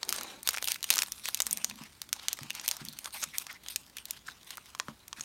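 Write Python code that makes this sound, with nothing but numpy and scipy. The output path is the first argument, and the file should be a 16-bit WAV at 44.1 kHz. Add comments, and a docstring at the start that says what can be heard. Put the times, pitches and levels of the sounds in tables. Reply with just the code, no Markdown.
"""Foil card pack, close up

Two hands pull at a foil card pack close to one microphone, over a table in a small room.
Creases snap over one by one and ring the sheet, fingertips catch and slip on the foil, and the
seam tears a little. Now and then a hand bumps or drags on the table and stirs its low modes.
Behind it all the room answers faintly over a low rumble."""
import sys
import numpy as np
from scipy import signal
from scipy.fft import rfft, irfft, next_fast_len
from scipy.io import wavfile
from scipy.ndimage import uniform_filter1d, map_coordinates

SR = 44100
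rng = np.random.default_rng(int(sys.argv[2]) if len(sys.argv) > 2 else 0)


def file_out(sig):
    """Save sig as 16-bit WAV at sys.argv[1]."""
    # one column per channel
    cols = np.atleast_2d(sig).T
    # limit, then scale
    lim = np.clip(cols, -1, 1)
    pcm = np.round(lim * 32767).astype(np.int16)
    wavfile.write(sys.argv[1], SR, pcm)


N = 231369
TOP_HZ = 16100


# The clearest creases, right at the microphone: (time [s], level over 1 ms [dB], facet pitch [Hz],
# facet ring [dB], body [dB], bright edge [dB])
CREASE_SNAPS = [(0.0308, -22, 4160, 28.5, 13.5, -4), (0.0916, -19, 5100, 13, 3.5, 8),
                (0.105, -31, 4720, 17, 12, 8), (0.126, -18.5, 1210, 19, -5.5, 5.5),
                (0.1622, -28, 8470, 14, 9, 3), (0.184, -28, 4500, 16, 17, -2), (0.211, -28, 1640, 4, 12, 2),
                (0.233, -30, 3640, 12, 4.5, 12), (0.4306, -32, 8230, 14.5, 6, 11),
                (0.4745, -16, 3530, 17, 5.5, 9), (0.4896, -14, 4660, 6.5, 8.5, 5),
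                (0.508, -29, 2940, 18, -1, 13.5), (0.5325, -31, 3990, 6, 9, 7),
                (0.543, -27, 1530, 18, 4.5, -5), (0.5484, -28, 2300, 29, 10, -4),
                (0.564, -30.5, 5240, 26, -1, 8), (0.573, -25, 2560, 20, 16, 2),
                (0.5828, -26.5, 2530, 22.5, 4.5, 2), (0.626, -24, 3570, 6, 12, 2),
                (0.643, -23, 3477, 26, -4, 14.5), (0.654, -29, 2700, 8, -3, 19),
                (0.6742, -25.5, 3780, 21, 7, 14), (0.6846, -20, 2920, 12, -0.5, 4),
                (0.719, -17.5, 2330, 9.5, -9, 6), (0.744, -29, 3880, 22, -4, 11),
                (0.759, -31, 2490, 29, 13, 5), (0.829, -24, 3850, 17, -2, 6),
                (0.8421, -22, 2970, 10.5, 2.5, 4.5), (0.9037, -8, 2550, 9.5, -2.5, 4.5),
                (0.9085, -16, 3790, 22, 9, 11), (0.9391, -20.5, 4300, 10, 2, 6),
                (0.9576, -21.5, 2230, 2, -6, 10), (0.9695, -23.5, 3990, 1, 14.5, -3),
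                (0.9812, -17.5, 5800, 14, 4, 4), (0.9898, -14, 2180, 8, -1.5, -4),
                (1.0207, -16, 2120, 15, -4, 0.5), (1.0327, -23.5, 2010, 2, 10.5, 7),
                (1.082, -45, 4590, 12, 26, -3), (1.1202, -23.5, 5800, 17, -1.5, 9.5),
                (1.2566, -24, 2385, 17, 2.5, 2), (1.2871, -22, 3760, 23, 17, 14.5),
                (1.3456, -18, 3570, 4, -16, 6), (1.3732, -30, 2630, 11, -2, 6),
                (1.4033, -15, 3570, 3, 5.5, 2.5), (1.42, -18.5, 7200, 26, -4, 6),
                (1.4673, -20.5, 8010, 10, 6, 6), (1.5105, -21.5, 6520, 18.5, -4, 11.5),
                (1.5295, -16, 9000, 28, -3, 7), (1.573, -25.5, 12400, 11, 0, 0),
                (1.6452, -15.5, 6470, 15.5, 1.5, 2), (1.698, -31, 4220, 10, 4, 2),
                (1.7111, -33.5, 2600, 24, 14.5, -4.5), (2.0174, -26.5, 4180, 17, 4.5, 8),
                (2.0909, -39.5, 3470, 16, 11, 7), (2.1292, -16.5, 2090, 4, -1, 1),
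                (2.2842, -16, 3330, 7.5, -1.5, -1.5), (2.33, -20.5, 12600, 2, -3, 2.5),
                (2.3889, -33, 2560, 9, 17.5, -2), (2.4325, -33.5, 1280, 31, -12, 6),
                (2.5048, -22.5, 2820, 25.5, 1.5, 0), (2.551, -30, 1140, 19, -9, 5),
                (2.597, -30, 1390, 3, -4, -13), (2.6798, -16, 12500, 9.5, -1.5, 2.5),
                (2.688, -19, 2960, 18, -15, 11), (2.7128, -19, 3880, 1, -4.5, -2),
                (2.7676, -33.5, 6410, 4, 2, 8), (2.851, -33, 10880, 4, -10, 8),
                (2.8857, -29, 4250, 30, -14, 10), (2.9887, -29, 2610, 3.5, -1, 8),
                (3.0444, -32, 8950, 6, -3, -3), (3.0578, -27, 3470, 16, 11.5, 1),
                (3.2393, -22.5, 11180, 14.5, 2.5, -3.5), (3.3834, -18, 11700, 10, -19, 5),
                (3.4674, -32.5, 1050, 26.5, -9, -1), (3.6625, -36, 3290, 28.5, 13.5, 0),
                (3.6848, -28, 3470, 7, -4, 0.5), (3.7605, -18.5, 2400, 2.5, -8, 3),
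                (3.9688, -30.5, 1370, 34, -17.5, 10), (3.984, -32.5, 2800, 26, -5, 6),
                (4.0551, -31, 3880, 15, -7, 11), (4.1087, -22, 2050, 2.5, -17, 8.5),
                (4.506, -32, 3880, 22, 10, 7), (4.572, -33, 1172, 30.5, -8, 12.5),
                (4.5801, -34, 1200, 26, 11, -6), (4.7498, -33, 1090, 24.5, -0.5, -4),
                (4.799, -20, 1080, 29.5, -5, -11), (4.8839, -30, 3110, 17, 33, 2),
                (5.0808, -36.5, 1510, 11.5, -3, 8.5), (5.1292, -28.5, 3260, 13.5, 12, -11),
                (5.2092, -26, 6700, 12, 2, -7)]
SNAP_T60_S, LOUD_SNAP_DB, TIGHTER_PER_DB = 0.0046, -15.5, 0.035  # a harder snap dies sooner

def snaps():
    """The big creases go one by one; neighbouring folds tick just after each."""
    out = np.zeros(N)
    for s, db, *colour in CREASE_SNAPS:
        t60 = SNAP_T60_S * np.exp(TIGHTER_PER_DB * (LOUD_SNAP_DB - db))
        click = crease(db, *colour, t60=t60)
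        add(out, s, click)
        for lag, size in rng.standard_normal((3, 2)):
            add(out, s + 0.00119 + .003 * abs(lag), amp(-23 + 8.7 * min(size, 1)) * click)
    return out


# Spectrum of snapping foil at close range: (frequency [Hz], level [dB])
FOIL_SPECTRUM = [(60, -38), (250, -13.5), (600, -4), (1200, -0.5), (2500, 2), (4000, 2.5), (5200, 2.5),
                 (6500, 4.5), (7500, 1), (8800, 3.5), (10500, -3), (13000, 0), (15500, -6)]
FACET_WIDTH_HZ, FACET_WIDENING = 220, 0.062  # width of a facet's mode, and its growth with pitch
SHEET_HZ, SHEET_DB, SHEET_Q = 6140, 4, 2.5  # the mode that the whole sheet shares

def crease(db, facet_hz, ring_db, body_db, edge_db, t60):
    """A crease flips and rings facet and sheet; large facets give body, small tight ones a bright edge."""
    burst, burst_spectrum = rattle(np.arange(SR // 40) / SR, t60)
    tilt = [(1300, body_db), (2800, 0), (7500, 0), (11500, edge_db)]
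    facet_q = facet_hz / (FACET_WIDTH_HZ + FACET_WIDENING * facet_hz)

    def gain(hz):
        foil = amp(along(FOIL_SPECTRUM, hz) + along(tilt, hz))
        facet = amp(ring_db) * peak(hz, facet_hz, facet_q)
        sheet = amp(SHEET_DB) * peak(hz, SHEET_HZ, SHEET_Q)
        top_fall = band_limit(hz) ** 0.38 + 0.13
        return foil * (1 + facet + sheet) * top_fall / burst_spectrum

    click = causal(burst, gain)
    return click * amp(db) * np.sqrt(SR / 1000) / np.linalg.norm(click)


def rattle(t, t60):
    """One sharp push and the brief rattle of the sheet, with its smoothed spectrum."""
    burst = rng.standard_normal(len(t)) * (amp(-60 * t / t60) + amp(-31 - 60 * t / 0.031))
    burst /= np.linalg.norm(burst)
    burst[0] += .3
    power = uniform_filter1d(np.abs(rfft(burst, 2048)) ** 2, size=57, mode="mirror")
    return burst, np.sqrt(np.abs(power))


TICKS_PER_S, TICK_BOOST_DB, TICK_SPREAD_DB = 23, 10.5, 4

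def ticks(rub, count=500):
    """Small creases give way at random: more of them, and louder, where the fingers work harder."""
    out, effort = np.zeros(N), rub ** 0.43
    chance = TICKS_PER_S * N / SR / count * effort / effort.mean()
    for (when, draw), (size, pitch, edge) in zip(rng.random((count, 2)), rng.standard_normal((count, 3))):
        at = int(when * N)
        if draw < chance[at]:
            db = 20 * np.log10(rub[at]) + TICK_BOOST_DB + TICK_SPREAD_DB * min(size, 1)
            facet_hz = 3500 * np.exp(.4 * pitch)
            click = crease(db, facet_hz, ring_db=17, body_db=1, edge_db=5.5 + 8.9 * edge, t60=0.005)
            add(out, at / SR, click)
    return out


# Spectrum of skin sliding on foil at close range: (frequency [Hz], level [dB])
SLIDE_SPECTRUM = [(100, -5.5), (450, -7), (950, 4.5), (1500, 3.5), (2700, 2), (4000, 2.5), (5200, 0.5),
                  (6500, -2), (7600, -5), (9000, -5), (10500, -9.5), (13500, -10.5), (16000, -22)]
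CATCHES_PER_S, CATCH_DECAY_S, CATCH_DEPTH = 150, 0.0048, 0.59  # the skin catches and lets go
PRESSURE_SWAY_DB, PRESSURE_SWAYS_PER_S = 1.8, 22

def rubbing(levels):
    """Skin slides over the foil: dense slips that flare at every catch, with sparse sharper ticks."""
    slips = grains(N, rate=10000, spread_db=0.5) + 0.2 * grains(N, rate=140, spread_db=13.5)
    catches = rng.random(N) * (rng.random(N) < CATCHES_PER_S / SR)
    flares = unit(signal.lfilter([1], [1, -np.exp(-1 / (CATCH_DECAY_S * SR))], catches))
    pressure = amp(1.57 * wobble(70) + PRESSURE_SWAY_DB * wobble(PRESSURE_SWAYS_PER_S))
    slips = shifting_grip(slips * (1 + CATCH_DEPTH * flares) * pressure, depth_db=3.5)
    bands = [unit(filtered(slips, lambda hz: amp(along(SLIDE_SPECTRUM, hz)) * (hz > low) * (hz <= high)))
             for low, high in [(160, 2000), (2000, 8000), (8000, TOP_HZ)]]
    return amp(-2) * np.sum(levels * bands, axis=0)


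# Finger strokes on the foil; brightness is below 0 for a flat pad, above 0 for a taut edge:
# (start [s], length [s], relative level [dB], brightness [dB])
FINGER_STROKES = [(0.006, 0.07, -55.5, -1), (0.074, 0.116, -46.5, 3), (0.204, 0.091, -53, -2),
                  (0.443, 0.15, -48.5, 1), (0.612, 0.048, -46.5, 10), (0.666, 0.052, -40.5, 7),
                  (0.735, 0.026, -51, 5.5), (0.83, 0.09, -48.5, 3), (0.903, 0.045, -38.5, 4.5),
                  (0.952, 0.069, -41, 6), (1.039, 0.205, -55, 10), (1.238, 0.045, -43, 5.5),
                  (1.301, 0.136, -52, 4), (1.455, 0.23, -56, 6), (1.775, 0.056, -51, -4),
                  (1.915, 0.091, -61.5, 0), (2.011, 0.018, -54, 3), (2.129, 0.034, -51, -3),
                  (2.183, 0.13, -56.5, -2.5), (2.388, 0.19, -53.5, -6.5), (2.556, 0.094, -52, -9),
                  (2.639, 0.093, -47.5, 6), (2.799, 0.11, -68, 7.5), (2.968, 0.091, -61, 11),
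                  (3.04, 0.034, -46, 5.5), (3.12, 0.11, -49.5, 9), (3.254, 0.046, -56, 3),
                  (3.335, 0.087, -48.5, 7), (3.458, 0.08, -57, -6), (3.631, 0.056, -59, 4),
                  (3.697, 0.0074, -40.5, 9.5), (3.761, 0.059, -60.5, 7), (3.965, 0.034, -53.5, 6),
                  (4.063, 0.12, -54, -4), (4.26, 0.061, -54.5, 1.5), (4.465, 0.073, -51.5, 2.5),
                  (4.584, 0.068, -58.5, 1), (4.683, 0.217, -66, 0.5), (5.159, 0.1, -53, 0)]
# The faint rustle of the pack held at the microphone: (time [s], relative level [dB])
RESTING_GRIP = [(0.0, -62), (0.5, -58), (1.2, -57.5), (1.7, -56.5), (2.08, -69), (2.4, -54), (3.2, -57),
                (3.85, -63.5), (4.4, -60), (5.02, -64.5), (5.25, -65)]
BODY_DB, EDGE_DB = -5.5, -6.5  # bass and treble of the rubbing against its middle
BODY_PER_BRIGHTNESS, EDGE_PER_BRIGHTNESS = -0.61, .85

def finger_levels():
    """Gains of the rubbing in its body, middle and edge: the resting grip plus every stroke."""
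    slopes = np.array([[BODY_PER_BRIGHTNESS], [0], [EDGE_PER_BRIGHTNESS]])
    power = np.ones((3, 1)) * amp(curves(RESTING_GRIP)[0]) ** 2
    for start, length, db, bright_db in FINGER_STROKES:
        envelope = stroke(start, length, attack_s=0.0076, release_s=.018)
        power += (amp(db + slopes * bright_db) * envelope) ** 2
    return np.sqrt(power) * amp([[BODY_DB], [0], [EDGE_DB]])


def shifting_grip(x, depth_db):
    """The grip shifts, so the foil favours other pitches from moment to moment."""
    spectra = signal.stft(x, nperseg=256)[2]
    patches = rng.standard_normal(spectra.shape)
    for _ in range(2):
        patches = uniform_filter1d(uniform_filter1d(patches, size=3, axis=0), size=14, axis=1)
    return signal.istft(spectra * amp(depth_db * unit(patches)), nperseg=256)[1][:N]


# Short scrapes and rips, close up:
# (middle [s], level [dB], half length [s], pitch [Hz], ring over the hiss [dB])
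SCRAPES_AND_RIPS = [(0.153, -41, 0.0089, 5410, -6), (0.713, -43, 0.0077, 6500, 19),
                    (.92, -34, 0.0074, 4200, 9), (0.965, -44.5, 0.043, 3000, -7),
                    (1.291, -44, 0.004, 1450, 23), (1.862, -49, 0.009, 2200, 4.5),
                    (2.163, -49, 0.0053, 850, 15), (2.196, -42.5, 0.0036, 3800, 9),
                    (2.243, -49, .022, 3170, -1), (2.321, -44.5, 0.013, 3200, 12),
                    (2.574, -45, .019, 2490, 2), (2.812, -46.5, .012, 1447, -1),
                    (2.921, -57, 0.022, 4140, 18.5), (3.077, -46, .006, 1007, 12),
                    (3.159, -43, .01, 830, 11.5), (3.233, -33.5, .008, 6650, 13.5),
                    (3.236, -40.5, 0.0062, 1300, 12), (3.351, -41, 0.0095, 2100, 19.5),
                    (3.503, -43, 0.0082, 2030, 17), (3.561, -52.5, 0.0081, 2060, 21),
                    (4.172, -51, .005, 3050, 4.5), (4.286, -37, 0.0031, 1510, 22),
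                    (4.529, -48.5, 0.014, 3030, 11), (4.8004, -33.5, 0.0009, 1380, 17),
                    (4.892, -50.5, 0.012, 900, 15), (5.187, -50.5, 0.0099, 1706, 4)]

def scrapes():
    """The grip slips or the seam gives: a quick swell of slips that ring the stretched foil."""
    out, t = np.zeros(N), np.arange(-SR // 10, SR // 10) / SR
    for s, db, half_s, ring_hz, ring_db in SCRAPES_AND_RIPS:
        slips = grains(len(t), rate=7000, spread_db=1)
        ring = lambda hz: 1 + amp(ring_db) * peak(hz, ring_hz, q=3.9) ** 2
        rasp = filtered(slips, lambda hz: amp(along(SLIDE_SPECTRUM, hz)) * ring(hz))
        swell = np.exp(-.5 * (t / half_s) ** 2)
        add(out, s + t[0], amp(db) * unit(rasp) * swell)
    return out


# A hand brushing the pack as it turns, just above the table:
# (time [s], relative level [dB], lag of the table's reflection [ms])
BRUSH_PATH = [(0, -68.5, 1.7), (.06, -64.5, 2.8), (.095, -49.5, 2.3), (.13, -62, 2.7), (.19, -51.5, 3.5),
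              (.27, -52.5, 3.8), (.35, -55.5, 3.73), (.42, -66.5, 3.3), (.5, -92, 3.7)]

def brushing():
    """A soft swish; its reflection off the table sweeps a comb of notches as the hand moves."""
    db, lag_ms = curves(BRUSH_PATH)
    swish = filtered(grains(N, rate=7400, spread_db=4), hollow)
    reflected = map_coordinates(swish, [np.arange(N) - lag_ms * SR / 1000], order=1)
    return amp(db + 4) * unit(swish + 0.63 * reflected)


# The hollow of the pack, cupped in the hands: (frequency [Hz], width [Hz], level [dB])
PACK_MODES = [(392, 59, 5), (780, 370, -2.5), (1655, 270, -8), (2370, 260, -4.5), (3950, 140, 2.5),
              (6600, 1100, -12)]

def hollow(hz):
    """Gain of the cupped pack's broad resonances."""
    power = sum((amp(db) * peak(hz, centre, q=centre / width)) ** 2 for centre, width, db in PACK_MODES)
    return np.sqrt(power)


# Hands knocking the table below the microphone:
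# (time [s], relative peak [dB], pitch favoured at that spot [Hz], upper reach [Hz])
HAND_BUMPS = [(1.712, -48, 230, 447), (1.811, -40.5, 226, 300), (2.413, -42, 142.7, 242),
              (2.443, -48, 222, 260), (2.815, -40, 195, 327), (2.846, -46, 167, 260),
              (2.877, -46.5, 255, 280), (3.262, -53, 127, 262), (4.17, -63, 110, 200),
              (4.886, -37.5, 212.5, 1200), (5.184, -50.5, 169.6, 600)]
# Modes of the table top: (frequency [Hz], level [dB], t60 [s])
TABLE_MODES = [(104, -18, 0.088), (145.2, -6, 0.17), (175.4, -2, 0.068), (225.7, 2, 0.074),
               (266.3, -0.5, 0.061), (359, -6.5, 0.071), (602, -4, 0.086), (850, -22, 0.071),
               (957, -4, 0.079)]

def table_bumps():
    """Soft bumps ring the table's low modes, in a different balance at each spot."""
    out, t = np.zeros(N), np.arange(SR // 3) / SR
    for s, db, spot_hz, reach_hz in HAND_BUMPS:
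        ring = np.zeros(len(t))
        for hz, mode_db, t60 in TABLE_MODES:
            push = (0.46 + peak(hz, spot_hz, q=8)) / (1 + (hz / reach_hz) ** 4)
            decay = amp(mode_db + rng.normal(0, 1.2) - 60 * t / t60)
            ring += push * decay * np.sin(2 * np.pi * (hz * t + rng.random()))
        ring *= 1 - np.exp(-t / 0.0036)  # soft onset
        add(out, s, amp(db + 1.5) * ring / np.abs(ring).max())
    return out


# The heel of a hand on the table, below the pack: (start [s], length [s], relative level [dB])
HAND_DRAGS = [(0.055, 0.33, -61.5), (.45, 1, -72), (1.447, .33, -57), (2.37, 0.23, -65), (2.874, .12, -68)]

def table_drags():
    """A dragging hand keeps the table murmuring."""
    murmur = filtered(rng.standard_normal(N), lambda hz: peak(hz, 217, q=2.75) ** 2)
    drag = sum(amp(db) * stroke(start, length, attack_s=0.042, release_s=0.044)
               for start, length, db in HAND_DRAGS)
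    return amp(-3) * drag * unit(murmur)


# Decay of the small room around the table: (frequency [Hz], t60 [s])
ROOM_DECAY = [(150, 0.29), (1500, 0.14), (6000, 0.22), (15000, 0.29)]
# What the walls give back to the microphone: (frequency [Hz], level [dB])
WALL_COLOUR = [(200, -2), (1000, 3.5), (3500, -5), (7000, -4.5), (14000, -10.5)]

def room(x, places=12):
    """A diffuse tail, a little different for each place that the hands move to."""
    out = np.zeros(N)
    for part in np.array_split(np.arange(N), places):
        hz, t, noise = signal.stft(rng.standard_normal(SR // 2), SR, nperseg=256)
        decay = amp(-60 * t / along(ROOM_DECAY, hz)[:, None])
        tail = signal.istft(noise * decay, SR, nperseg=256)[1]
        add(out, part[0] / SR + .003, signal.fftconvolve(x[part], tail / np.linalg.norm(tail)))
    return filtered(out, lambda hz: amp(along(WALL_COLOUR, hz)))


# The quiet room, far behind the hands: (frequency [Hz], level [dB])
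ROOM_TONE_SPECTRUM = [(15, -34), (26, -12), (40, 3), (60, -3), (80, 5.5), (120, 1.5), (220, 1.5), (320, -2),
                      (500, -8), (1000, -8), (3000, -12.5), (15000, -18.5)]

def room_tone():
    """The room's low rumble, a faint hum and a thin hiss."""
    rumble = unit(filtered(rng.standard_normal(N), lambda hz: amp(along(ROOM_TONE_SPECTRUM, hz))))
    hum = unit(filtered(rng.standard_normal(N), lambda hz: peak(hz, 59, q=7) ** 2))
    return amp(-62.5) * rumble + amp(-73) * hum


def grains(n, rate, spread_db):
    """Tiny slips at random moments and of unequal size, rms 1."""
    size = amp(spread_db * np.minimum(rng.standard_normal(n), 2.5))
    return unit(rng.standard_normal(n) * size * (rng.random(n) < rate / SR))


def stroke(start, length, attack_s, release_s):
    """Envelope of a hand's move: it takes hold, slides on and comes to rest."""
    t = np.arange(N) / SR - start
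    return np.clip(t / attack_s, 0, 1) * np.exp(-np.clip((t - length) / release_s, 0, 20))


def amp(db):
    """Decibels to gain."""
    return 10 ** (np.asarray(db) / 20)


def unit(x):
    """x at rms 1."""
    return x / np.sqrt(np.mean(x ** 2) + 1e-20)


def along(points, hz):
    """(Hz, value) points read on a log axis."""
    freqs, values = np.transpose(points)
    return np.interp(np.log(hz + 1), np.log(freqs + 1), values)


def curves(rows):
    """One value per sample for each column after the time."""
    times, *columns = np.transpose(rows)
    return [np.interp(np.arange(N) / SR, times, column) for column in columns]


def wobble(rate):
    """A smooth random curve, rate knots a second."""
    return map_coordinates(rng.standard_normal(int(N * rate / SR) + 4), [np.arange(N) * rate / SR])


def filtered(x, gain):
    """x times a gain that depends on frequency."""
    size = next_fast_len(len(x) + SR // 10)
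    return irfft(rfft(x, size) * gain(np.fft.rfftfreq(size, 1 / SR)), size)[:len(x)]


def causal(x, gain, size=2048):
    """A short sound x through the minimum-phase filter of that gain."""
    cepstrum = irfft(np.log(gain(np.fft.rfftfreq(size, 1 / SR)) + 1e-6))
    cepstrum[1:size // 2] *= 2
    cepstrum[size // 2 + 1:] = 0
    return irfft(rfft(x, size) * np.exp(rfft(cepstrum)))


def peak(hz, centre_hz, q):
    """Gain of one resonance, 1 at its centre."""
    return 1 / np.sqrt(1 + (q * (hz / centre_hz - centre_hz / (hz + 1))) ** 2)


def band_limit(hz):
    """Gain of the steep fall at the top of the audible band."""
    return 1 / np.sqrt(1 + (hz / TOP_HZ) ** 140)


def add(track, s, sound):
    """Mix a sound into the track at time s."""
    start = max(round(s * SR), 0)
    part = track[start:start + len(sound)]
    part += sound[:len(part)]


FOIL_SEND_DB, TABLE_SEND_DB = -14.5, -8  # the wide table top stirs the room more than the foil

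def scene():
    """Foil and table close to the microphone, the room behind them."""
    levels = finger_levels()
    foil = snaps() + ticks(levels[1]) + scrapes()
    table = table_bumps() + table_drags()
    answer = room(amp(FOIL_SEND_DB) * foil + amp(TABLE_SEND_DB) * table)
    return (foil + table + answer + rubbing(levels) + brushing() + room_tone())[None]


def record(dry):
    """The recorder rounds off the highest peaks and keeps nothing above its band limit."""
    rounded = dry[0] / (1 + np.abs(dry[0] / .58) ** 6) ** (1 / 6)
    return filtered(rounded, band_limit)[None]


dry = scene()
out = record(dry)
file_out(out)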